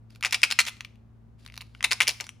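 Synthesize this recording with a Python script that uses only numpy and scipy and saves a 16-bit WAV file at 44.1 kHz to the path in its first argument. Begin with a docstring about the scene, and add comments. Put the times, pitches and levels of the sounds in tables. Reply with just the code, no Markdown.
"""Small hard candies are shaken in a capped plastic tube, in two bouts, close to a two-port microphone.
Each stroke throws a handful against one end: every candy makes a sharp crack and a hollow knock,
the cap gives a dull thock, and the other candies jostle in behind.
Between the bouts, fingers turn the tube with faint ticks and rubbing.
A small room rings over a low hum."""
import sys
import numpy as np
from scipy import signal
from scipy.fft import rfft, irfft
from scipy.io import wavfile
from scipy.ndimage import uniform_filter1d

SR = 44100
rng = np.random.default_rng(int(sys.argv[2]) if len(sys.argv) > 2 else 0)


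def output_pcm(signal):
    """Save a mono or channel-first signal as 16-bit PCM at the path in sys.argv[1].

    Samples are clipped to [-1, 1] before scaling.
    """
    pcm = np.clip(np.atleast_2d(signal).T, -1, 1) * 32767
    wavfile.write(sys.argv[1], SR, np.round(pcm).astype(np.int16))


N = 105840
HIT_SAMPLES = 1024

# Each stroke's loose candies and the tone of the spot they land on (time [s], length [s], knock [dB],
# crack [dB], cap thock [dB], hollow pitch [Hz], ping pitch [Hz], bass cut of the crack [Hz])
STROKES = [(.249, .018, -34.5, -38, -44, 2160, 5440, 550),
           (.325, .007, -37, -34.5, -42.5, 2120, 4900, 1200),
           (.346, .008, -34, -39.5, -56, 2400, 5420, 1100), (0.433, .02, -39, -38, -44.5, 2280, 5200, 1250),
           (0.502, .021, -45.5, -43.5, -53.5, 2480, 4810, 550),
           (0.595, .017, -33.5, -32, -47.5, 2170, 4500, 800),
           (0.665, .023, -43.5, -38, -52.5, 2202, 3344, 739),
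           (1.84, 0.0071, -27.5, -28.5, -42, 2100, 3700, 400),
           (1.909, .02, -48, -37.5, -41.5, 2083, 4530, 400),
           (2.013, .018, -33.5, -33, -43, 2227, 3385, 620),
           (2.079, .027, -38.5, -35, -40, 2307, 4420, 1900),
           (2.206, .0098, -43.5, -55, -48, 2250, 4900, 400)]
# Tone of a candy's crack (frequency [Hz], relative level [dB])
CRACK_TONE = [(150, -24), (300, -21.5), (600, -13), (1100, -5.5), (2200, 0), (3400, 0), (4600, -2.5),
              (5600, -2.5), (6600, -6), (8500, -5), (11000, -11.5), (13200, -17), (15600, -21.5)]


def undb(db):
    """Turn decibels into a gain."""
    return 10 ** (np.asarray(db) / 20)


def unit(x):
    """Scale a sound to a total energy of 1."""
    return x / np.sqrt(np.sum(x ** 2, axis=-1, keepdims=True) + 1e-18)


def fade(t, ring_s):
    """A fade that falls 60 dB in ring_s seconds."""
    return np.exp(-np.log(1000) * t / ring_s)


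def cut_bass(x, hz):
    """Weaken everything below hz, then scale to an energy of 1."""
    return unit(signal.lfilter(*signal.butter(2, hz, "high", fs=SR), x))


def colour(x, tone):
    """Shape a sound's tone along (frequency [Hz], level [dB]) points."""
    size = x.shape[-1]
    hz, db = np.array(tone).T
    f = np.maximum(np.fft.rfftfreq(size, 1 / SR), 1)
    gain = undb(np.interp(np.log(f), np.log(hz), db))
    cepstrum = irfft(np.log(gain), size)
    # Folding this in half makes the filter ring after a hit, not before it.
    cepstrum[1:size // 2] *= 2
    cepstrum[size // 2 + 1:] = 0
    return irfft(rfft(x) * np.exp(rfft(cepstrum)), size)


def noise(tone, width):
    """Stereo noise with the given tone and an average power of 1."""
    middle, side = colour(rng.standard_normal((2, N)), tone)
    return unit(middle + width * side * np.array([[1], [-1]])) * np.sqrt(N)


def wander(rate_hz):
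    """A random drift, roughly between -1 and 1."""
    step = int(SR / rate_hz)
    return uniform_filter1d(np.repeat(rng.standard_normal(N // step + 1), step), step)[:N]


def add(out, start_s, sound):
    """Mix one hit in at its start time."""
    i = int(np.clip(start_s * SR, 0, N - 1))
    out[:, i:i + HIT_SAMPLES] += sound[..., :N - i]


def impact(knock_db, crack_db, tone, hollow_hz, ping_hz, cut_hz, ping_ring_s=0.015):
    """One contact: a hollow knock of the tube, plus a gritty crack with a brief ping."""
    # Hollow notes of the tube and cap (pitch [times hollow_hz], relative level [dB], ring time [s])
    modes = [(.62, -13.5, 0.013), (1, 2.5, 0.0068), (1.15, 4, 0.0055)]
    t = np.arange(HIT_SAMPLES) / SR
    multiple, db, ring_s = np.array(modes).T[:, :, None]
    strength, detune = rng.standard_normal((2, len(modes), 1))  # no two hits are alike
    note_hz = hollow_hz * multiple * (1 + 0.038 * detune)
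    notes = undb(db + 5 * strength) * np.sin(2 * np.pi * note_hz * t) * fade(t, ring_s)
    knock = notes.sum(axis=0) * (1 - np.exp(-t / 0.0002))
    knock = cut_bass(knock, 460 + cut_hz)  # the knock carries no bass

    rise = 1 - np.exp(-t / 0.0001)
    grit = rng.standard_normal(HIT_SAMPLES) * np.exp(-t / 0.00085) * rise
    click = np.roll(t == 0, 10)
    snap = cut_bass(colour(click + grit, tone), cut_hz)
    own_hz = ping_hz * 2 ** (0.17 * rng.standard_normal())
    ping = unit(np.sin(2 * np.pi * own_hz * t) * fade(t, ping_ring_s) * rise)
    pan = undb(4.5 * rng.standard_normal() * np.array([[.5], [-.5]]))
    crack = unit(snap + undb(-4) * ping) * pan
    level_span_s = 0.002  # levels count a hit's energy as if spread over this time
    return (undb(knock_db - 0.5) * knock + undb(crack_db + 1) * crack) * np.sqrt(level_span_s * SR)


def hum():
    """Three low tones waver; the lower two also sink and swell."""
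    # Tones of the hum (pitch [Hz], base level [dB])
    tones = [(57, -60), (113, -52), (226.5, -61)]
    # Slow swell (time [s], change of the lowest tone [dB], change of the middle tone [dB])
    swell = [(0, 2, 1.5), (.8, -1.5, -3.5), (1.3, 4, -1.5), (1.681, 11, 2.5), (2.4, -3, -1)]
    t = np.arange(N) / SR
    low, middle, high = [
        undb(db + 1.5 * wander(7.5)) * np.sin(2 * np.pi * hz * t + 0.43 * wander(9.1))
        for hz, db in tones]
    times, low_db, middle_db = np.array(swell).T
    return low * undb(np.interp(t, times, low_db)) + middle * undb(np.interp(t, times, middle_db)) + high


def room_air():
    """The air of the room makes a steady low rush."""
    # Tone of the rush (frequency [Hz], relative level [dB])
    air_tone = [(20, -24.5), (40, -8.5), (58, -6), (80, -0.5), (110, -6.5), (160, -7.5), (240, -9),
                (330, -16), (500, -21), (1200, -28.5), (2500, -39.5), (5000, -47.5), (16000, -55.5)]
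    return undb(-58) * noise(air_tone, width=0.71)


def finger_rubs():
    """Fingers slide on the plastic with a grainy hiss."""
    # Each rub (time [s], length [s], level [dB])
    rubs = [(0.099, 0.085, -68.5), (1.388, .12, -68.5), (1.519, 0.29, -71.5), (2.23, 0.027, -53)]
    # Tone of the rubbing (frequency [Hz], relative level [dB])
    rub_tone = [(300, -16.5), (2500, 1), (4700, 1.5), (6500, -6.5), (10500, -8.5), (15000, -21.5)]
    t = np.arange(N) / SR
    pressure = sum(undb(db) * ((t >= start) & (t < start + length)) for start, length, db in rubs)
    grain = undb(4.8 * wander(120))
    return uniform_filter1d(pressure, size=900) * grain * noise(rub_tone, width=0.33)


def finger_ticks():
    """Fingernails tick on the tube; the grip cuts each ping short."""
    # Each tick (time [s], relative knock level [dB], relative crack level [dB])
    ticks = [(0.1053, -59.5, -57), (0.15, -57, -55.5), (0.1591, -48.5, -53), (0.2094, -51.5, -47),
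             (0.768, -60, -56), (0.9568, -67.5, -66.5), (1.4504, -57, -55), (1.4629, -53, -44.5),
             (1.4769, -49, -51), (1.486, -48.5, -68), (1.5, -44.5, -61), (1.5227, -50.5, -55.5),
             (1.541, -57, -47), (1.557, -53.5, -49.5), (1.5659, -52.5, -50.5), (1.577, -41.5, -35),
             (1.608, -38.5, -52), (1.6115, -58, -40), (1.6173, -52, -43), (1.6226, -42.5, -53),
             (1.7495, -42.5, -58)]
    # Tone of a fingernail tick (frequency [Hz], relative level [dB])
    nail_tone = [(150, -26.5), (700, -4), (2000, 2), (4300, 1.5), (7000, -8), (10800, -4.5), (15600, -17.5)]
    out = np.zeros((2, N))
    for start, knock_db, crack_db in ticks:
        tick = impact(knock_db + 1.5, crack_db + 1.5, nail_tone,
                      hollow_hz=2250, ping_hz=4114, cut_hz=800, ping_ring_s=0.0047)
        add(out, start, tick)
    return out


def candy_hits():
    """The leading candies strike the tube's ends, each with the tone of the nearest stroke."""
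    # Each hit (time [s], relative knock level [dB], relative crack level [dB])
    hits = [(0.2269, -25, -32), (0.2314, -29, -41), (0.2365, -24.5, -28.5), (0.2406, -25, -34),
            (0.2486, -15, -25.5), (0.251, -25, -28.5), (0.2519, -30, -30), (0.2573, -26, -26.5),
            (0.262, -29, -35), (0.3095, -42.5, -35), (0.3248, -26.5, -23.5), (0.3269, -25, -28),
            (0.3291, -23.5, -22), (0.3342, -24.5, -34), (0.3442, -18.5, -19), (0.3467, -21, -25),
            (0.3511, -27, -29), (0.4177, -39, -36), (0.4321, -9.5, -17), (0.434, -11.5, -21.5),
            (0.4352, -10.5, -19.5), (0.438, -11, -19.5), (0.443, -24.5, -25.5), (0.449, -25, -28.5),
            (0.5037, -32, -32.5), (0.5116, -20.5, -22), (0.5157, -30.5, -29), (0.5222, -25, -21.5),
            (0.5245, -27.5, -25.5), (0.5892, -12, -18.5), (0.5913, -10, -16.5), (0.5942, -12, -18.5),
            (0.5976, -19.5, -24.5), (0.602, -16.5, -19), (0.605, -23, -22), (0.6524, -34.5, -35),
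            (0.6667, -38.5, -32), (0.6708, -30, -33.5), (0.6783, -33, -32), (0.6837, -29, -30),
            (0.6945, -39, -51), (0.8075, -29.5, -36), (0.8479, -50, -39.5), (0.8496, -34, -48.5),
            (1.8076, -31.5, -47.5), (1.8275, -27, -28.5), (1.8437, -19.5, -19), (1.8468, -15, -18),
            (1.9097, -32.5, -29), (1.9143, -25.5, -19.5), (1.9187, -20, -23.5), (1.922, -22.5, -19.5),
            (1.9247, -26.5, -27), (1.9313, -33.5, -20.5), (2.0043, -13, -21.5), (2.009, -10, -20.5),
            (2.0151, -20.5, -26.5), (2.018, -23, -26.5), (2.0196, -19, -20.5), (2.0706, -27, -27.5),
            (2.0774, -23, -18), (2.0813, -18, -15), (2.0907, -26.5, -21.5), (2.094, -27.5, -22.5),
            (2.2016, -26, -37.5), (2.208, -35.5, -28.5), (2.21, -36, -37), (2.2417, -46.5, -42),
            (2.2672, -49, -41), (2.2915, -38.5, -36.5)]
    out = np.zeros((2, N))
    for start, knock_db, crack_db in hits:
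        *_, hollow_hz, ping_hz, cut_hz = min(STROKES, key=lambda stroke: abs(stroke[0] - start))
        add(out, start, impact(knock_db, crack_db, CRACK_TONE, hollow_hz, ping_hz, cut_hz))
    return out


def cap_thocks():
    """The weight of each handful gives a dull thock in the cap, which the hand damps."""
    # Tone of the thock (frequency [Hz], relative level [dB])
    thock_tone = [(100, -25.5), (230, -10), (380, 0), (520, -1.5), (800, 5), (1300, -7.5), (2600, -31)]
    t = np.arange(N) / SR
    push, decay_s = np.zeros(N), 0.017
    for start, length, _, _, db, *_ in STROKES:
        fading_s = np.maximum(t - start - length / 2, 0)
        push += undb(db) * (t >= start) * np.exp(-fading_s / decay_s)
    return uniform_filter1d(push, size=130) * noise(thock_tone, width=0.35)


def candy_jostle(hits_per_stroke):
    """The rest of the handful piles in as small hits that die away."""
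    out = np.zeros((2, N))
    scatter_db, settle_s = 3.5, 0.007
    for start, length, knock_db, crack_db, _, *spot_hz in STROKES:
        span = length + 4 * settle_s
        for k in range(hits_per_stroke):
            delay = span * (k + rng.random()) / hits_per_stroke
            knock_change, crack_change = scatter_db * rng.standard_normal(2)
            hit = impact(knock_db + knock_change, crack_db + crack_change, CRACK_TONE, *spot_hz)
            settling = np.exp(-max(delay - length, 0) / settle_s)
            add(out, start + delay, hit * settling)
    return out


def ringing(shaken, handled):
    """The tube wall and table top ring briefly; the room echoes longer, losing its treble first."""
    # Tone of the ringing wall and the echo (frequency [Hz], relative level [dB])
    ring_tone = [(150, -28.5), (1000, -2.5), (1900, -8.5), (2550, -7.5), (3600, -6.5), (8000, -3.5),
                 (15000, -5)]
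    t = np.arange(N) / SR
    wall = unit(noise(ring_tone, width=0.15) * fade(t, ring_s=0.055) * (1 - np.exp(-t / 0.0012)))
    tail = noise(ring_tone, width=0.46)
    low = signal.sosfilt(signal.butter(2, 3500, fs=SR, output="sos"), tail)
    high = signal.sosfilt(signal.butter(2, 3500, "high", fs=SR, output="sos"), tail)
    room = low * fade(t, ring_s=0.49) - high * fade(t, ring_s=0.35)
    room = unit(room * (1 - np.exp(-t / 0.0033)))
    gripped = undb(-2.5) * handled  # the gripping fingers damp the wall
    wall_ring = signal.fftconvolve(shaken + gripped, wall, axes=1)[:, :N]
    room_echo = signal.fftconvolve(shaken + handled, room, axes=1)[:, :N]
    return undb(-10) * wall_ring + undb(-18.5) * room_echo


def scene():
    """Mix the background, the fingers, the candies and their ringing."""
    background = hum() + room_air()
    handled = finger_ticks() + finger_rubs()
    shaken = cap_thocks() + candy_hits() + candy_jostle(hits_per_stroke=22)
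    return background + handled + shaken + ringing(shaken, handled)


def record(dry):
    """The microphone's two ports (openings) hear the treble out of step and at slightly unequal levels."""
    # How far the left port runs ahead of the right (frequency [Hz], lead [radians])
    port_lead = [(0, 0), (1700, -.2), (2300, .1), (2800, .6), (3800, .3), (6700, 0), (8500, -3.2),
                 (16000, -15.4)]
    # How much louder the left port is than the right (frequency [Hz], level [dB])
    port_balance = [(60, 1), (600, 2.5), (1200, 1.1), (2400, 1.67), (4400, 3), (8000, 0.6), (15000, -0.7)]
    f = np.fft.rfftfreq(N, 1 / SR)
    lead = np.interp(f, *np.array(port_lead).T)
    left_db = np.interp(f, *np.array(port_balance).T)
    response = np.array([np.exp(1j * lead) * undb(left_db / 2), undb(-left_db / 2)])
    ports = irfft(rfft(dry) * response, N)
    ceiling, top_hz = 0.8, 15900  # peaks are rounded off and the highest treble is cut
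    rounded = ports / (1 + (ports / ceiling) ** 6) ** (1 / 6)
    return signal.sosfilt(signal.ellip(8, .2, 70, top_hz, fs=SR, output="sos"), rounded)


dry = scene()
out = record(dry)
output_pcm(out)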